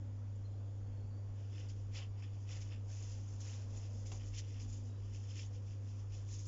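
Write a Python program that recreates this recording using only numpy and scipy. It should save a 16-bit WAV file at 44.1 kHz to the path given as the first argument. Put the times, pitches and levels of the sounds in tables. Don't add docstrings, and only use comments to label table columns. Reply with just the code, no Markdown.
import sys
import numpy as np
from scipy import signal
from scipy.fft import rfft, irfft, next_fast_len
from scipy.io import wavfile
from scipy.ndimage import uniform_filter1d

SR = 44100
rng = np.random.default_rng(int(sys.argv[2]) if len(sys.argv) > 2 else 0)


def file_out(sig):
    cols = np.atleast_2d(sig).T
    lim = np.clip(cols, -1, 1)
    pcm = np.round(lim * 32767).astype(np.int16)
    wavfile.write(sys.argv[1], SR, pcm)


def natural_amplitude(level_db):
    exponent = np.asarray(level_db, float) / 20
    return 10 ** exponent


N = 285541
PADDED = next_fast_len(N)

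# time of the peak in seconds, rise in seconds,
# fall in seconds, effort in dB, slack film relative to taut film in dB.
DABS = [(1.40, 0.072, 0.19, -76.5, 0), (1.545, 0.035, 0.065, -76, 1.5), (1.60, 0.12, 0.095, -65, -1),
        (1.70, 0.022, .035, -62, -7), (1.78, .1, 0.18, -75, -7), (1.969, 0.043, 0.069, -56, 1),
        (2.02, 0.05, 0.046, -68, 7), (2.199, 0.037, .04, -71.5, 2.5), (2.235, 0.021, .07, -70, 5.5),
        (2.34, 0.091, .1, -78, 2), (2.44, 0.1, 0.057, -73.5, -7.5), (2.515, 0.042, 0.087, -58.5, -1.5),
        (2.565, 0.071, .05, -61, -4.5), (2.67, 0.045, .06, -70, -9.5), (2.619, 0.023, 0.045, -59.5, -5),
        (2.725, .07, 0.073, -68.5, 4)]
# time of the peak in seconds, rise in seconds,
# fall in seconds, effort in dB, slack film relative to taut film in dB.
LIFTS = [(2.9, 0.027, 0.28, -65.5, -5.5), (3.03, 0.18, 0.16, -62.5, -11), (3.13, 0.11, 0.13, -63, -9.5),
         (3.3, .2, 0.46, -68, -9.5), (3.406, 0.0058, 0.063, -57.5, -12), (3.48, 0.08, 0.091, -58.5, -7),
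         (3.54, 0.061, 0.11, -59.5, -6.5), (3.62, 0.052, 0.049, -68.5, -4.5), (3.775, 0.14, 0.08, -64, -8),
         (3.849, 0.085, 0.091, -65.5, -5), (3.97, 0.17, 0.38, -67.5, -12), (5.45, 0.045, 0.015, -66.5, -8),
         (4.57, 0.05, .05, -74, 2), (6.2, .06, 0.065, -75, 0)]
# time of the peak in seconds, rise in seconds,
# fall in seconds, effort in dB, slack film relative to taut film in dB.
WRAPS = [(4.061, .008, .07, -58, -10), (4.164, 0.084, 0.039, -61.5, -8), (4.215, 0.043, 0.065, -67.5, 0),
         (4.271, 0.05, 0.06, -63, -13), (4.35, .025, 0.035, -63, 0.5), (4.392, 0.049, 0.024, -51, -6.5),
         (4.5, 0.26, 0.24, -68, -2), (4.61, .025, 0.07, -60, -11.5), (4.7, .03, 0.077, -63.5, -10.5),
         (4.729, .006, .12, -62, -11.5), (4.86, 0.035, 0.11, -70.5, -9.5), (5.06, 0.18, 0.16, -74, -1.5),
         (5.158, 0.046, 0.034, -64, -4), (5.24, 0.21, .12, -69, -6), (5.311, 0.046, 0.026, -63.5, -2),
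         (5.398, .09, 0.077, -57, -5.5), (5.553, 0.053, .05, -66.5, -4.5), (5.715, .12, .09, -69.5, -5),
         (5.895, 0.12, .1, -70, -6.5), (5.998, 0.071, 0.071, -70, -5.5), (6.145, 0.054, 0.12, -64, -6.5),
         (6.34, 0.083, 0.063, -57.5, -12.5), (6.4, 0.056, .05, -60, -11.5), (6.46, 0.029, .1, -59.5, -20)]
# time in seconds, peak in dB, ring pitch in Hz,
# slack part relative to the peak in dB.
CREASES = [(.168, -63, 4500, -4), (.358, -55, 6900, -29), (1.5363, -54, 5480, -7), (1.6876, -50, 4650, -20),
           (1.6907, -47.5, 4680, -11), (1.9368, -46, 5440, -12), (1.9477, -43, 6410, -1),
           (1.9688, -40, 4950, -16), (2.2237, -47.5, 5500, 8), (2.4908, -44, 5650, 3),
           (2.613, -45, 5240, -21), (3.0253, -42, 6670, -16), (3.2798, -46, 6700, -17.5),
           (3.404, -43, 5870, -31), (3.4085, -41, 6180, -25), (3.7737, -41, 6820, -19),
           (4.061, -50, 6940, -9), (4.1179, -37, 6300, -10), (4.339, -45, 6050, 3), (4.3443, -55, 5190, 5),
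           (4.5997, -44, 5170, -1), (4.682, -45.5, 6830, -21), (4.7272, -40, 6900, -25),
           (5.3127, -51, 5200, -8), (5.3736, -46, 5970, 1), (5.392, -40.5, 5060, 2),
           (5.4632, -41.5, 6740, -17), (6.1428, -54, 6900, -7), (6.2895, -48, 5650, -1),
           (6.4538, -46, 6230, -28)]
# time in seconds, peak in dB, time to die by 60 dB in seconds.
KNOCKS = [
    (1.995, -58, 0.16),
    (4.117, -44.5, 0.2),
]
# pitch in Hz, width in Hz, level in dB.
HOLLOWS = [(2560, 90, -4.5), (3000, 130, -10.5), (5190, 50, 1), (6050, 22, -6), (7190, 200, -5)]
# time in seconds, pitch in Hz, level in dB.
BIRD_PHRASES = [
    [(.42, 4200, -104.5), (.455, 4140, -74), (.49, 4150, -93), (.54, 4150, -86), (.59, 4150, -93)],
    [(.56, 4640, -93), (.62, 4700, -94), (.68, 4750, -94), (.72, 4830, -97)],
    [(.83, 4360, -99), (.855, 4350, -91), (.88, 4400, -94)],
    [(.93, 4440, -90), (1.0, 4330, -86), (1.08, 4530, -92), (1.13, 4530, -87), (1.2, 4620, -84),
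     (1.24, 4760, -96)],
    [(4.84, 3940, -99), (4.9, 3860, -81), (4.96, 3880, -81), (5.04, 4000, -99)],
]
# time of the peak in seconds, half length in seconds,
# level in dB.
BOOMS = [(.17, 0.097, -60.5), (.42, 0.25, -56), (.82, 0.13, -55), (1.08, .1, -57), (1.3, .08, -58),
         (1.82, .3, -55.5), (2.1, 0.098, -57), (2.68, 0.36, -57), (3.1, .15, -55.5), (3.32, .25, -59.5),
         (3.76, .14, -55), (4.12, 0.35, -54), (4.33, .12, -52), (4.67, 0.2, -52.5), (5.08, .25, -54.5),
         (5.47, .1, -55), (5.7, .14, -60.5), (6.13, 0.17, -53), (6.36, 0.19, -56.5)]
# time in seconds, level in dB.
BLADE_LEVEL = [(0.0, -62), (0.07, -66.5), (2.27, -71.5), (2.43, -65), (2.49, -81), (2.81, -63), (2.99, -85),
               (3.04, -70), (4.23, -66), (4.27, -74), (4.9, -60.5), (4.94, -69), (5.97, -69), (6.47, -79)]
# time in seconds, level in dB.
DRAUGHT = [(0, -74), (1.0, -69), (1.9, -75.5), (3.2, -75.5), (3.7, -67.5), (4.2, -73.5), (4.5, -79),
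           (4.9, -74.5), (5.3, -80), (5.85, -76), (6.47, -82)]
# pitch in Hz, level in dB.
HUM = [(99.887, -44), (199.77, -79.5), (299.66, -78), (399.55, -84)]
# pitch in Hz, width in Hz, level in dB.
DRONE = [(488, 5, -79), (300, 12, -75), (217, 8, -75), (13, 6, -72), (383, 2, -82), (683, 3, -86)]
# frequency in Hz, level in dB per Hz.
AIR = [(5, -88.5), (30, -85), (60, -79.5), (85, -81.5), (150, -85), (180, -94), (260, -87), (370, -94.5),
       (540, -91.5), (620, -100), (1000, -103), (1500, -108), (2200, -112), (9000, -114)]
# frequency in Hz, gain in dB.
MIC = [(2000, 0), (2700, -0.5), (3450, 0.5), (3850, -7), (4300, -4), (4800, -0.5), (6300, -1.5), (6800, 3),
       (7200, 0.5), (7450, -8), (7700, -17.5), (7860, -32), (7950, -74)]


def gloves():
    t, coarse = np.arange(N) / SR, np.arange(0, N, 64) / SR
    moves = DABS + LIFTS + WRAPS
    power = np.array([effort(coarse, *move[:-1]) for move in moves])
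    effort_db, slack_db = np.transpose(moves)[-2:]

    stretch_db = -7 + 0.3 * slack_db + 0.34 * (effort_db - effort_db.mean())
    dough_db = slack_db + np.repeat((-8, -3.5, -26), [len(DABS), len(LIFTS), len(WRAPS)])

    def strength(share):
        return np.interp(t, coarse, np.sqrt(share ** 2 @ power))

    slackness = np.interp(t, coarse, slack_db @ power / power.sum(0))
    taut_hz = 5460 - 60.5 * slackness
    layers = strength(np.ones(len(power))) * film(4750, 7600, cycles=13, per_s=3600, spread_db=1.7,
                                                  centre_hz=taut_hz)
    layers += strength(natural_amplitude(slack_db)) * film(1750, 3680, cycles=13, per_s=2600, spread_db=2.7,
                                             centre_hz=2930, octaves=0.18)
    layers += strength(natural_amplitude(stretch_db)) * film(3530, 4500, cycles=12, per_s=1800, spread_db=3)
    layers += strength(natural_amplitude(dough_db)) * film(630, 1900, cycles=1, per_s=1500, spread_db=2.2)

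    clump_db, clump_s = 0.5, 0.0097
    clumps = evened(uniform_filter1d(rng.standard_normal(N), round(clump_s * SR)))
    return natural_amplitude(clump_db * clumps) * layers


def effort(t, s, rise, fall, db):
    late = np.where(t < s, (s - t) / max(rise, .003), (t - s) / max(fall, .003))
    return natural_amplitude(db - 16.5 * late ** 1.34) ** 2 + 1e-14


def film(low_hz, high_hz, cycles, per_s, spread_db, centre_hz=None, octaves=0.11, count=16):
    chance, size, sign = rng.random(N), rng.exponential(1, N), rng.choice([-1., 1.], N)
    which = rng.integers(0, count, N)
    pitches = np.geomspace(low_hz, high_hz, count) * rng.uniform(1.0, 1.02, count)

    shift_db, shift_s = 1.5, 0.056
    drift = rng.standard_normal((N // 256 + 1, count))
    load = evened(uniform_filter1d(drift, round(shift_s * SR / 256), axis=0))
    snap_db = spread_db * np.minimum(size, 4) + shift_db * load[np.arange(N) // 256, which]
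    snaps = sign * natural_amplitude(snap_db) * (chance < per_s / SR)

    if centre_hz is not None:
        distance = np.log2(pitches[which] / centre_hz) / octaves
        snaps = snaps * (0.8 + np.exp(-.5 * distance ** 2))
    out = np.zeros(N)
    for k, hz in enumerate(pitches):
        out += signal.oaconvolve(snaps * (which == k), evened(ring(hz, cycles)))[:N]
    return evened(out)


def ring(hz, cycles, size=400):
    turns = np.arange(size) / SR * hz
    return np.sin(2 * np.pi * turns) * np.exp(-3 * turns / cycles) * (1 - np.exp(-2 * turns))


def creases():
    out, t = np.zeros(N), np.arange(6000) / SR
    shape = (len(CREASES), len(t))
    spray = rng.standard_normal(shape) * (rng.random(shape) < .08)
    spray_t60 = 0.083
    for (s, db, hz, slack_db), grains in zip(CREASES, spray):
        drive = 0.24 * grains * natural_amplitude(-60 * t / spray_t60)
        drive[0] = 1
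        body = ring(hz, 18.0) + 0.94 * ring(5100, 2.8) + natural_amplitude(slack_db) * ring(2500, 6.7)
        add(out, s, natural_amplitude(db - 8) * signal.oaconvolve(drive, body))
    return out


def knocks():
    out, t = np.zeros(N), np.arange(8000) / SR
    board = signal.butter(2, [280, 1050], "band", fs=SR)
    for s, db, t60 in KNOCKS:
        noise = rng.standard_normal(len(t))
        puff = evened(signal.lfilter(*board, noise)) * natural_amplitude(db - 11.5 - 60 * t / t60)
        crack = noise * natural_amplitude(db - 2.5 - 60 * t / 0.096)
        push = np.sin(2 * np.pi * 170 * t) * natural_amplitude(db - 4.5 - 60 * t / 0.037)
        add(out, s, puff + crack + push)
    return out


def hollows(x):
    def gain_at(f):
        return 1 + sum(natural_amplitude(db) / (1 + 2j * (f - hz) / width) for hz, width, db in HOLLOWS)
    return shaped(x, gain_at)


def kitchen(x):
    t = np.arange(SR // 3) / SR
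    room_t60 = 0.054
    sparse = (rng.random(len(t)) < .06) * (t > .002)
    taps = rng.choice([-1., 1.], len(t)) * sparse * natural_amplitude(-60 * t / room_t60)
    return signal.oaconvolve(x, taps / np.linalg.norm(taps))[:N]


def fan():
    t, coarse = np.arange(N) / SR, np.arange(0, N, 64) / SR
    boom_power = sum(effort(coarse, s, half, half, db) for s, half, db in BOOMS)
    boom = np.interp(t, coarse, np.sqrt(boom_power))
    shaft = wavering_tone(44, 1.5)
    blade = wavering_tone(244, 1.5)
    shake, flap, gust = (hump(0, width, rng.standard_normal(N)) for width in (20., 10., 4.))
    blade_db = np.interp(t, *np.transpose(BLADE_LEVEL)) + 1.9 * flap
    rush_db = np.interp(t, *np.transpose(DRAUGHT)) + 1.5 * gust
    rush = natural_amplitude(rush_db) * hump(560, 560, rng.standard_normal(N))
    return boom * natural_amplitude(2 * shake) * shaft + natural_amplitude(blade_db) * blade + rush


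def wavering_tone(hz, width):
    pitch = hz + width * hump(0, 5., rng.standard_normal(N))
    return np.sqrt(2) * np.sin(2 * np.pi * np.cumsum(pitch) / SR)


def appliances():
    t = np.arange(N) / SR
    hum = sum(natural_amplitude(db) * np.sqrt(2) * np.sin(2 * np.pi * (f * t + rng.random())) for f, db in HUM)
    noise = rng.standard_normal(N)
    return hum + sum(natural_amplitude(db) * hump(f, width, noise) for f, width, db in DRONE)


def bird():
    out = np.zeros(N)
    for rows in BIRD_PHRASES:
        s, hz, db = np.transpose(rows)
        t = np.arange(s[0], s[-1], 1 / SR)
        flutter, waver = (evened(uniform_filter1d(rng.standard_normal(len(t)), 300)) for _ in range(2))
        pitch = np.interp(t, s, hz) * (1 + .008 * waver)
        pips = .85 + .5 * flutter
        level = natural_amplitude(np.interp(t, s, db) + 9.0)
        add(out, s[0], pips * level * np.sin(2 * np.pi * np.cumsum(pitch) / SR))
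    return out


def air():
    frames = N // 512 + 5
    a, b, patches = rng.standard_normal((frames, 1025, 3)).T
    patches = uniform_filter1d(patches, 20, axis=0)
    patches = evened(uniform_filter1d(patches, 8, axis=1))
    white = signal.istft((a + 1j * b) * natural_amplitude(1.3 * patches), nperseg=2048, noverlap=1536)[1][:N]
    return shaped(evened(white), lambda f: natural_amplitude(read(AIR, f)) * np.sqrt(SR / 2))


def evened(x):
    return x / np.sqrt(np.mean(x ** 2) + 1e-20)


def read(points, hz):
    f, value = np.transpose(points)
    return np.interp(np.log(hz + 1), np.log(f + 1), value)


def add(mix, s, sound):
    part = mix[round(s * SR):][:len(sound)]
    part += sound[:len(part)]


def shaped(x, gain_at):
    return irfft(rfft(x, PADDED) * gain_at(np.fft.rfftfreq(PADDED, 1 / SR)), PADDED)[..., :N]


def hump(hz, width, x):
    return evened(shaped(x, lambda f: 1 / (1 + (2 * (f - hz) / width) ** 2)))


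def scene():
    near = hollows(gloves() + creases() + knocks())
    echo = natural_amplitude(-11.5) * kitchen(near)
    return (near + echo + fan() + appliances() + bird() + air())[None]


def roll_off(x):
    return signal.sosfilt(signal.butter(12, 8090, fs=SR, output="sos"), x)


def record(dry):
    coloured = shaped(dry, lambda f: natural_amplitude(read(MIC, f)))
    mix = coloured - .00038
    return roll_off(mix)


dry = scene()
out = record(dry)
file_out(out)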